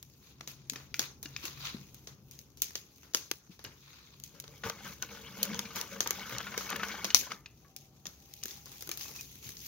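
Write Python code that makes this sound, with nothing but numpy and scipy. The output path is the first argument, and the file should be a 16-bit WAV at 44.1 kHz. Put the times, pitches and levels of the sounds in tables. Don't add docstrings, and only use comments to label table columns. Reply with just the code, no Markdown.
import sys
import numpy as np
from scipy import signal
from scipy.fft import rfft, irfft, next_fast_len
from scipy.io import wavfile
from scipy.ndimage import uniform_filter1d, map_coordinates

SR = 44100
rng = np.random.default_rng(int(sys.argv[2]) if len(sys.argv) > 2 else 0)


def transcribe(signal):
    frames = np.atleast_2d(signal).T
    limited = np.clip(frames, -1, 1)
    pcm = np.round(limited * 32767).astype(np.int16)
    wavfile.write(sys.argv[1], SR, pcm)


N = 426447

# start_s, level_db, low_db, treble_db, hiss_db (the last three relative to level_db)
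POP_EVENTS = [(0.027, -37, -15, -5.5, -17), (0.408, -37.5, 9.5, -27, -28), (0.4744, -26, -9, -14, -7.5),
              (0.6973, -18, -21, -14, -17), (0.7335, -40, 5.5, -2, -16), (0.7585, -40, 8.5, -15, -16.5),
              (0.942, -32, -33, -9, -1), (0.993, -12, -8, -13, -12), (1.2284, -32.5, -7.5, -2, -3),
              (1.3637, -36, -30, -18, -1), (1.4531, -27, -8, -3, -6), (1.944, -42.5, -3, -1, -9),
              (2.0715, -33.5, -3, -23, -10.5), (2.3107, -41, -27, -2, -2.5), (2.3894, -37, -34, -8, -12.5),
              (2.572, -43.5, -12, -6, -1), (2.6191, -15.5, -15.5, -1.5, -10.5), (2.706, -44.5, 4, -4, -27),
              (2.754, -19, -11, -16.5, -14), (3.031, -54, 8, -5, -10.5), (3.1355, -33.5, -8, -11, -5),
              (3.1463, -7, -12, -18, -13.5), (3.313, -13.5, -6.5, -15, -27.5), (3.5915, -47, 6, -10, -12.5),
              (3.6408, -51.5, 10, 13, -5), (4.1991, -38.5, -36, -6, -27), (4.237, -32, -36, -4.5, -8.5),
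              (4.3997, -27.5, -17, -6.5, -15), (4.439, -43.5, 5.5, -22, -16), (4.478, -36, -8, -19, -36),
              (4.697, -23.5, -4, -12, -28), (5.024, -21.5, -34, -13, -27), (5.4295, -13, -41, -2.5, -11),
              (5.544, -28.5, 1.5, -24, -23), (5.5913, -16, -8, -14, -23), (5.758, -30.5, -3, -4, 0),
              (5.8121, -19.5, -25, -10, -25), (6.005, -11, -8, -17.5, -13), (6.0733, -19.5, -5.5, -9, -20),
              (6.1067, -16, -5, -4.5, -19.5), (6.383, -21, -41, -16, -38), (6.577, -20, -7, -11, -8),
              (6.702, -28, -10, -1, -31), (6.762, -36.5, 4.5, 5.5, -27), (6.884, -28, -16, -23, -16),
              (7.044, -18.5, 0.5, -8.5, -18), (7.051, -19, -8, -18.5, -29.5),
              (7.104, -39, -24.5, -11.5, -18), (7.1455, 0, -16, -16, -12), (7.3183, -29.5, 2.5, -28, -40),
              (7.7631, -31.5, -26, -4, -9), (8.0547, -29.5, -5.5, -27, -9.5), (8.0673, -28, -21, -12, -19),
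              (8.337, -32, -45, -4.5, -38), (8.4354, -23.5, -20, -7.5, -14), (8.4554, -28, -4, -4, -35),
              (8.4811, -36, -9, -7, -1), (8.657, -39, -7.5, -4, -1.5), (8.717, -43.5, -4, 1, -2),
              (8.781, -42, -20, -6, -21), (8.808, -37, -10, -3, -1), (8.8228, -33.5, -3, -1, -19),
              (8.873, -38, 1, 0, -17), (8.891, -33, 3.5, 2, -16.5), (8.9144, -25, -17, -4, -8),
              (8.973, -35.5, -7.5, 2, 0), (9.2093, -30, -30, -9, -24), (9.49, -36.5, -3.5, -1, -15),
              (9.5685, -32.5, -38, -29, -15)]
# freq_hz, correlation
FIRE_ALIKE = [(60, 0.94), (300, 0.93), (1000, 0.37), (3000, 0.13), (8000, 0.026), (15000, 0.35)]


def amp(db):
    return 10 ** (np.asarray(db) / 20)


def unit(x):
    return x / np.sqrt(np.mean(x ** 2) + 1e-20)


def along(points, hz):
    f, v = np.transpose(points)
    return np.interp(np.log(hz + 1), np.log(f + 1), v)


def curves(rows):
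    s, *cols = np.transpose(rows)
    return [np.interp(np.arange(N) / SR, s, c) for c in cols]


def only_while(rows):
    quiet = [-100] * (len(rows[0]) - 1)
    return curves([(rows[0][0] - .1, *quiet), *rows, (rows[-1][0] + 0.092, *quiet)])


def wobble(rate):
    return map_coordinates(rng.standard_normal(int(N * rate / SR) + 4), [np.arange(N) * rate / SR])


def add(track, s, sound):
    start = round(s * SR)
    track[..., start:start + sound.shape[-1]] += sound


def swells(rows):
    out, t = np.zeros(N + SR), np.arange(SR // 2) / SR
    for s, db, rise in rows:
        add(out, s, amp(db) * (t / rise * np.exp(1 - t / rise)) ** 2)
    return out[:N]


def filtered(x, response):
    m = next_fast_len(N + 8192)
    return irfft(rfft(x, m) * response(np.fft.rfftfreq(m, 1 / SR)), m)[..., :N]


def modes(table):
    def response(f):
        total = 0
        for k, (centre, width, db) in enumerate(table):
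            damping = 1j * f * width
            total = total + (-1) ** k * amp(db) * damping / (centre * centre - f * f + damping)
        return total
    return response


def fuzzy(table, source):
    return unit(filtered(source, lambda hz: modes(table)(hz) ** 2))


def spread(pair, alike, lag_s, pan_db):
    shadow_hz = 400
    m = next_fast_len(N + 8192)
    hz = np.fft.rfftfreq(m, 1 / SR)
    turn = np.arccos(np.clip(along(alike, hz), -1, 1)) / 2
    mid, side = rfft(pair, m) * [np.cos(turn), np.sin(turn)]
    shade_db = pan_db * (1 + hz / (hz + shadow_hz)) / 2
    lead = amp(shade_db / 2) * np.exp(1j * np.pi * hz * lag_s)
    return irfft([(mid + side) * lead, (mid - side) / lead], m)[:, :N]


def grit(per_s, spread_db, life_s, share):
    sizes = amp(spread_db * np.minimum(rng.exponential(size=N), 2.5))
    starts = (rng.random(N) < per_s / SR) * sizes
    grains = unit(signal.lfilter([1], [1, -np.exp(-1 / SR / life_s)], starts))
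    return np.sqrt(1 - share + share * grains ** 2) * rng.standard_normal((2, N))


def clicks(per_s, centre_hz, octaves, cycles, spread_db):
    at, pitch, size, side = rng.random((round(per_s * N / SR), 4)).T
    hz = centre_hz * 2 ** (octaves * (2 * pitch - 1))[:, None]
    t = np.arange(SR // 60) / SR
    ring = np.sin(2 * np.pi * hz * t) * np.exp(-t * hz / cycles) * (1 - np.exp(-t / 0.000067))
    ring = ring * amp(-spread_db * np.log(size + 0.092))[:, None]
    index = ((at * N).astype(int)[:, None] + np.arange(len(t))).ravel()
    pair = []
    for turn in (np.cos(2 * np.pi * side), np.sin(2 * np.pi * side)):
        track = np.bincount(index, (ring * turn[:, None]).ravel())[:N]
        pair.append(np.pad(track, (0, N - len(track))))
    return unit(np.array(pair))


def patchy(x, depth_db, bins, frames):
    z = signal.stft(x, nperseg=256)[2]
    field = uniform_filter1d(rng.standard_normal(z.shape[1:]), bins, 0)
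    field = uniform_filter1d(field, frames, 1)
    mean_db = depth_db ** 2 * np.log(10) / 20
    return signal.istft(z * amp(depth_db * unit(field) - mean_db), nperseg=256)[1][:, :N]


def tail(fade):
    hz, t, z = signal.stft(rng.standard_normal((2, SR // 4)), SR, nperseg=128)
    h = signal.istft(z * amp(-60 * t / along(fade, hz)[:, None]), SR, nperseg=128)[1]
    return h / np.linalg.norm(h[0])


def blows(table, noisy, wide, rise):
    out, t = np.zeros((2, N + SR)), np.arange(SR // 5) / SR
    for s, db, hz, t60 in table:
        band = signal.butter(2, [hz / wide, hz * wide], "band", fs=SR, output="sos")
        puff = unit(signal.sosfilt(band, rng.standard_normal((2, len(t)))))
        ring = np.sin(2 * np.pi * hz * t) + noisy * puff
        ring = ring * amp(-60 * t / t60) * (1 - np.exp(-t * hz / rise)) ** 2
        add(out, s, amp(db + 1.0) * ring / np.abs(ring).max())
    return out[:, :N]


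def pops():
    # low_edge_hz, high_edge_hz
    edges_hz = [(220, 2600), (2600, 7800), (7800, 15900)]
    jet_t60_s = [0.39, 0.33, 0.058]
    # delay_s, level_db
    wall_copies = [(.006, -10.5), (.0095, -16), (0.016, -24.5), (.023, -13.5)]
    bands = [signal.butter(order, edges, "band", fs=SR, output="sos")
             for order, edges in zip((1, 2, 3), edges_hz)]
    fire, gas = np.zeros((2, N + SR)), np.zeros((2, N + SR))
    t, slow = np.arange(SR // 40) / SR, np.arange(SR // 5) / SR
    shapes = [amp(-60 * t / t60) * (1 - np.exp(-t / 0.0022)) ** 2 for t60 in (.01, .0055, .0045)]
    for s, db, low_db, top_db, hiss_db in POP_EVENTS:
        crack = 0
        for band, shape, level in zip(bands, shapes, (low_db, -1.5, top_db + 11.0)):
            part = signal.sosfilt(band, rng.standard_normal((2, len(t))) * shape)
            crack = crack + amp(db + level) * part / np.abs(part).max()
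        add(fire, s, crack)
        open_db = 0.42 * (hiss_db + 4.0)
        for delay, wall_db in wall_copies:
            add(fire, s + delay, amp(wall_db + open_db) * rng.permutation(crack))
        noise = rng.standard_normal((2, len(slow))) * (1 - np.exp(-slow / 0.00078))
        levels = (1.48 * low_db + 18.5, 1.5, 2.1 * top_db - 10.0)
        jet = sum(amp(level - 60 * slow / t60) * signal.sosfilt(band, noise)
                  for level, t60, band in zip(levels, jet_t60_s, bands))
        add(gas, s, amp(db + hiss_db - 16.5) * jet)
    gas = patchy(gas[:, :N], depth_db=2.5, bins=7, frames=6)
    return spread(fire[:, :N] + gas, FIRE_ALIKE, lag_s=0.0001, pan_db=3.0)


def stirred_fizz():
    linger_db, linger_t60_s = -11.5, 0.23
    out, t = np.zeros(N + SR), np.arange(SR // 2) / SR
    for s, db, _, _, hiss_db in POP_EVENTS:
        fade_db = linger_db - 60 * t / linger_t60_s
        add(out, s, amp(db + hiss_db + fade_db) * (1 - np.exp(-t / 0.0067)))
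    return out[:N]


def rustle():
    # time_s, level_db
    flame_fizz = [(0, -66), (.45, -69.5), (1.8, -63), (2.4, -68), (3.4, -68.5), (4.16, -69.5), (4.4, -61),
                  (5.0, -63.5), (7.4, -69.5), (8.1, -68), (8.4, -54.5), (8.55, -56.5), (9.15, -55.5),
                  (9.3, -55), (9.42, -56), (9.58, -57), (9.67, -46)]
    # start_s, peak_db, rise_s
    foot_rows = [(.2, -63, 0.081), (.52, -67.5, 0.083), (.74, -62, 0.073), (1.0, -46, 0.035),
                 (1.25, -54, 0.24), (1.42, -48.5, 0.026), (1.55, -52.5, 0.11), (1.615, -46.5, 0.039),
                 (1.645, -51, 0.021), (1.69, -53, 0.0085), (2.68, -63, 0.094), (3.5, -57, 0.023),
                 (3.75, -57.5, 0.18), (3.95, -65, 0.018)]
    # start_s, peak_db, rise_s
    fall_rows = [(8.43, -61.5, 0.075), (9.002, -52, 0.014), (9.0, -61.5, 0.058), (9.145, -58.5, 0.02),
                 (9.1844, -65.5, 0.026), (9.41, -57.5, 0.05), (9.6544, -56.5, 0.012)]
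    # freq_hz, relative level_db per Hz
    fizz_colour = [(300, -12.5), (1000, -23), (2500, 1.5), (5000, -2.5), (15800, 4), (16100, -24.5)]
    # freq_hz, relative level_db per Hz
    rush_colour = [(400, -2), (1000, -0.5), (2000, -8.5), (3500, -8.5), (5500, -7), (9000, -8.5),
                   (15800, -12.5), (16100, -48.5)]
    # freq_hz, width_hz, relative level_db
    sole_modes = [(1090, 530, 2.5), (2450, 520, 4.5), (3860, 980, 5.5), (6100, 22000, -10.5)]
    hand_rush_db, hand_fizz_db, still_db = -8.5, -9.5, -73
    foot_fizz_db, fall_fizz_db = -12, 9.5
    rush_flutter_db, fizz_flutter_db = 3, 2.5
    feet, falls, hand = swells(foot_rows), swells(fall_rows), stirring()

    rush = grit(per_s=250, spread_db=4.5, life_s=.002, share=.45)
    scrape = grit(per_s=220, spread_db=3.5, life_s=.003, share=.45)
    fizz = grit(per_s=200, spread_db=4.5, life_s=.0012, share=.33)
    rush_gain = falls + amp(hand_rush_db) * hand + amp(still_db)
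    rush_gain = rush_gain * amp(rush_flutter_db * wobble(22))
    fizz_gain = amp(curves(flame_fizz)[0]) + amp(hand_fizz_db) * hand + stirred_fizz()
    fizz_gain = fizz_gain * amp(fizz_flutter_db * wobble(13))
    fizz_gain = fizz_gain + amp(foot_fizz_db) * feet + amp(fall_fizz_db) * falls

    rush = rush_gain * unit(filtered(rush, lambda hz: amp(along(rush_colour, hz))))
    scrape = feet * unit(filtered(scrape, modes(sole_modes)))
    fizz = fizz_gain * unit(filtered(fizz, lambda hz: amp(along(fizz_colour, hz))))
    ticks = falls * clicks(per_s=320, centre_hz=4200, octaves=1, cycles=2, spread_db=4)
    mixed = patchy(rush + scrape + fizz, depth_db=2, bins=6, frames=8) + ticks
    return spread(mixed, FIRE_ALIKE, lag_s=0.00011, pan_db=2.5)


def stirring(steady_db=0, column=None):
    # time_s, level_db
    steady = [(4.3, -68), (4.56, -86), (4.8, -52.5), (4.99, -66), (5.3, -51.5), (5.7, -50.5), (5.87, -55.5),
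              (5.99, -59), (6.05, -53), (6.2, -49), (6.7, -46.5), (7.1, -50.5), (7.3, -91), (7.42, -87)]
    # start_s, peak_db, rise_s, air_column_db, wall_db (the last two relative to peak_db)
    stroke_rows = [(4.33, -63, 0.027, -3, 1), (4.46, -61.5, 0.056, -11, 0.5),
                   (4.63, -41, 0.032, -10.5, -4.5), (4.831, -50.5, 0.037, -11, -5.5),
                   (5.018, -46.5, 0.014, -12, -4), (5.07, -56.5, 0.051, -0.5, 0.5),
                   (5.33, -57.5, 0.087, 5.5, 4.5), (5.46, -51, 0.066, 4.5, -7),
                   (5.743, -42, 0.022, -23, -28), (5.785, -53, 0.023, -18, -12),
                   (5.9, -48.5, 0.041, -2, -1), (6.13, -51.5, 0.066, -29, -13), (6.29, -49, 0.049, -25, -3),
                   (6.69, -51, 0.042, -8, 4.5), (6.822, -46, 0.035, -28, -21),
                   (6.89, -48.5, 0.065, -36, -20), (7.21, -49.5, 0.027, -26, -9),
                   (7.289, -46, 0.026, -7, -7.5)]
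    strokes = [(row[0], row[1] + (row[column] if column else 0), row[2]) for row in stroke_rows]
    return amp(only_while(steady)[0] + steady_db) + swells(strokes)


def chips():
    # freq_hz, width_hz, relative level_db
    heap_modes = [(1060, 740, -5), (1270, 190, 0.5), (1525, 95, -1), (2223, 110, 0), (3020, 670, -6),
                  (4660, 6900, -20.5)]
    rub = filtered(grit(per_s=110, spread_db=4.5, life_s=.006, share=.5), modes(heap_modes))
    rub = unit(patchy(rub, depth_db=4, bins=4, frames=7))
    taps = clicks(per_s=220, centre_hz=1700, octaves=1.1, cycles=5, spread_db=4.5)
    mixed = unit(rub + amp(-4.5) * taps)
    return stirring() * amp(0.97 * wobble(25)) * mixed


def bucket():
    # freq_hz, width_hz (of one of two passes), relative level_db
    wall_modes = [(463, 36, -1.5), (560, 60, -3.5)]
    # freq_hz, width_hz (of one of two passes), level_db (cancelled by scaling to rms 1)
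    air_modes = [(197, 42, 0)]
    shake = grit(per_s=44, spread_db=-9.5, life_s=0.013, share=0.15)
    air_gain, wall_gain = stirring(steady_db=-9.5, column=3), stirring(steady_db=-12.5, column=4)
    panels = unit(sum(amp(mode[2] + 3.5 * wobble(12)) * fuzzy([mode], shake) for mode in wall_modes))
    hum = air_gain * fuzzy(air_modes, shake) + wall_gain * panels
    return patchy(hum, depth_db=2.5, bins=1, frames=12)


def knocks():
    # start_s, level_db, pitch_hz, t60_s
    knock_rows = [(0.758, -34.5, 2500, 0.04), (0.942, -22, 2340, 0.015), (1.257, -32.5, 2820, 0.022),
                  (1.3635, -25, 2480, 0.014), (1.365, -45, 3850, .015), (1.453, -29.5, 2730, 0.036),
                  (2.073, -38, 3180, 0.022), (3.648, -32, 2900, 0.021), (4.636, -26.5, 1476, 0.054),
                  (4.662, -32.5, 917, 0.19), (4.698, -28, 1190, 0.028), (4.785, -45, 2120, 0.15),
                  (4.849, -39.5, 1284, 0.27), (5.028, -24, 1500, 0.029), (5.1717, -41, 1500, 0.046),
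                  (5.5039, -41, 1300, .03), (5.532, -31, 2150, 0.036), (5.653, -36, 2380, 0.086),
                  (5.765, -33, 980, 0.05), (5.799, -37.5, 916, 0.18), (6.06, -26.5, 930, 0.055),
                  (6.1759, -43, 1530, .03), (6.194, -36, 4230, .02), (6.308, -36, 1420, 0.052),
                  (6.404, -29, 1340, 0.037), (6.4673, -30.5, 1430, 0.092), (6.54, -29, 1020, 0.043),
                  (6.576, -30, 1620, 0.036), (6.608, -30, 1300, 0.031), (6.692, -30.5, 2580, 0.058),
                  (6.709, -24.5, 1220, 0.039), (6.728, -22, 1170, 0.022), (6.742, -36.5, 1510, 0.036),
                  (6.759, -25, 1730, 0.037), (6.796, -27, 1314, 0.15), (6.832, -21.5, 1475, 0.042),
                  (6.915, -31.5, 2320, 0.13), (7.103, -23, 2940, 0.048), (7.266, -35.5, 998, 0.091),
                  (7.317, -24.5, 1270, 0.029), (7.459, -33.5, 2480, 0.027), (7.645, -55, 1126, 0.14),
                  (8.067, -35.5, 3550, 0.023), (8.429, -38.5, 2910, 0.059), (8.5088, -34, 3520, 0.022),
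                  (8.667, -47, 1080, 0.021), (8.914, -30.5, 2350, 0.051), (9.0096, -33.5, 5000, .02),
                  (9.055, -42, 1060, 0.034)]
    # freq_hz, t60_s
    yard_fade = [(300, 0.31), (2000, 0.4), (6000, 0.12), (15000, 0.2)]
    dry_knocks = blows(knock_rows, noisy=.9, wide=1.9, rise=.6)
    return dry_knocks + amp(-13) * signal.fftconvolve(dry_knocks, tail(yard_fade), axes=1)[:, :N]


def thuds():
    # start_s, level_db, pitch_hz, t60_s
    thud_rows = [(0.72, -43.5, 252, 0.048), (0.985, -43, 255, 0.062), (1.254, -44.5, 290, 0.046),
                 (1.44, -44.5, 330, 0.046), (1.744, -33.5, 214, 0.031), (1.76, -49.5, 195, 0.13),
                 (1.8, -47.5, 191, 0.19), (3.493, -48, 180, 0.095), (3.658, -49.5, 96.5, 0.088),
                 (4.338, -50, 137, 0.056), (4.653, -38, 105, 0.083), (5.767, -51, 493, 0.24),
                 (6.328, -40, 121, 0.18), (6.5755, -34, 450, 0.02), (6.738, -38, 217, 0.032),
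                 (8.07, -48.5, 169, 0.048), (8.445, -50, 218, 0.061), (8.885, -46, 340, 0.11),
                 (9.459, -50, 125, 0.15)]
    return blows(thud_rows, noisy=.35, wide=1.9, rise=.45)


def cheeps():
    # start_s, level_db, pitch_hz, length_s
    cheep_rows = [(9.035, -59, 2580, 0.058), (9.146, -56, 2560, 0.022), (9.185, -46.5, 2535, 0.021)]
    out = np.zeros((2, N + SR))
    for s, db, hz, length in cheep_rows:
        t = np.arange(round(length * SR)) / SR
        drift = np.cumsum(0.07 * rng.standard_normal(len(t)))
        tone = np.sin(2 * np.pi * hz * t + drift)
        add(out, s, amp(db + 2.0) * tone * np.sin(np.pi * t / length) ** 0.43)
    return out[:, :N]


def whine():
    # time_s, pitch_hz, level_db
    glide = [(7.45, 765, -80), (7.84, 772, -72), (8.1, 780, -76), (8.4, 805, -73), (9.1, 820, -73.5)]
    # freq_hz, width_hz (of one of two passes), level_db relative to the tone
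    wash_band = [(660, 240, -2)]
    s, hz, db = np.transpose(glide)
    turns = np.cumsum(np.interp(np.arange(N) / SR, s, hz)) / SR
    waver = unit(1 + np.array([wobble(50), wobble(50)]))
    tone = waver * np.sqrt(2) * np.sin(2 * np.pi * turns)
    wash = amp(wash_band[0][2]) * fuzzy(wash_band, rng.standard_normal((2, N)))
    return amp(only_while(list(zip(s, db)))[0]) * (tone + wash)


def far():
    # time_s, rumble_db, hum_db
    far_levels = [(0.0, -72.5, -67), (0.62, -69, -64), (1.59, -65.5, -56), (3.42, -75, -76.5),
                  (4.68, -68.5, -60.5), (6.92, -67, -67.5), (7.65, -72, -70), (8.97, -70, -65),
                  (9.67, -68.5, -75)]
    # freq_hz, relative level_db per Hz
    rumble_colour = [(18, -40.5), (30, -5.5), (59, 2.5), (134, 1.5), (648, -16.5), (779, -14),
                     (1550, -27.5), (1790, -48), (5500, -120)]
    # freq_hz, width_hz, level_db (each of one of two passes)
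    drone_modes = [(65, 7.3, 2.5)]
    # freq_hz, width_hz (of one of two passes), level_db (cancelled by scaling to rms 1)
    hum_modes = [(136.6, 12, 23)]
    rumble_db, hum_db = curves(far_levels)

    def colour(hz):
        return amp(along(rumble_colour, hz)) + abs(modes(drone_modes)(hz)) ** 2

    rumble = unit(filtered(rng.standard_normal((2, N)), colour))
    hum = amp(hum_db) * fuzzy(hum_modes, rng.standard_normal((2, N)))
    return amp(rumble_db + 8.5) * rumble + hum + whine()


def scene():
    # freq_hz, correlation
    ahead_alike = [(60, 0.93), (300, 0.93), (1000, 0.78), (3000, 1), (8000, 0.21)]
    ahead = knocks() + thuds() + chips() + bucket() + far()
    return pops() + rustle() + spread(ahead, ahead_alike, lag_s=.00004, pan_db=3.5) + cheeps()


def record(dry):
    # freq_hz, level_db
    port_colour = [(20, -23), (60, -0.5), (400, 2.5), (730, -5), (1200, -0.5), (3000, -1), (5500, 3.5),
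                   (6500, 7.5), (7200, -4), (8000, -14.5), (10000, -10), (13000, -2), (15600, -1.5),
                   (16200, -9.5), (17000, -30.5)]
    size, top_hz = 2 ** 12, 17097
    grid = np.fft.rfftfreq(size, 1 / SR)
    cepstrum = irfft(np.log(amp(along(port_colour, grid))), size)
    cepstrum[1:size // 2] *= 2
    cepstrum[size // 2 + 1:] = 0
    response = np.exp(rfft(cepstrum))
    return filtered(dry, lambda hz: np.interp(hz, grid, response) * (hz < top_hz))


dry = scene()
out = record(dry)
transcribe(out)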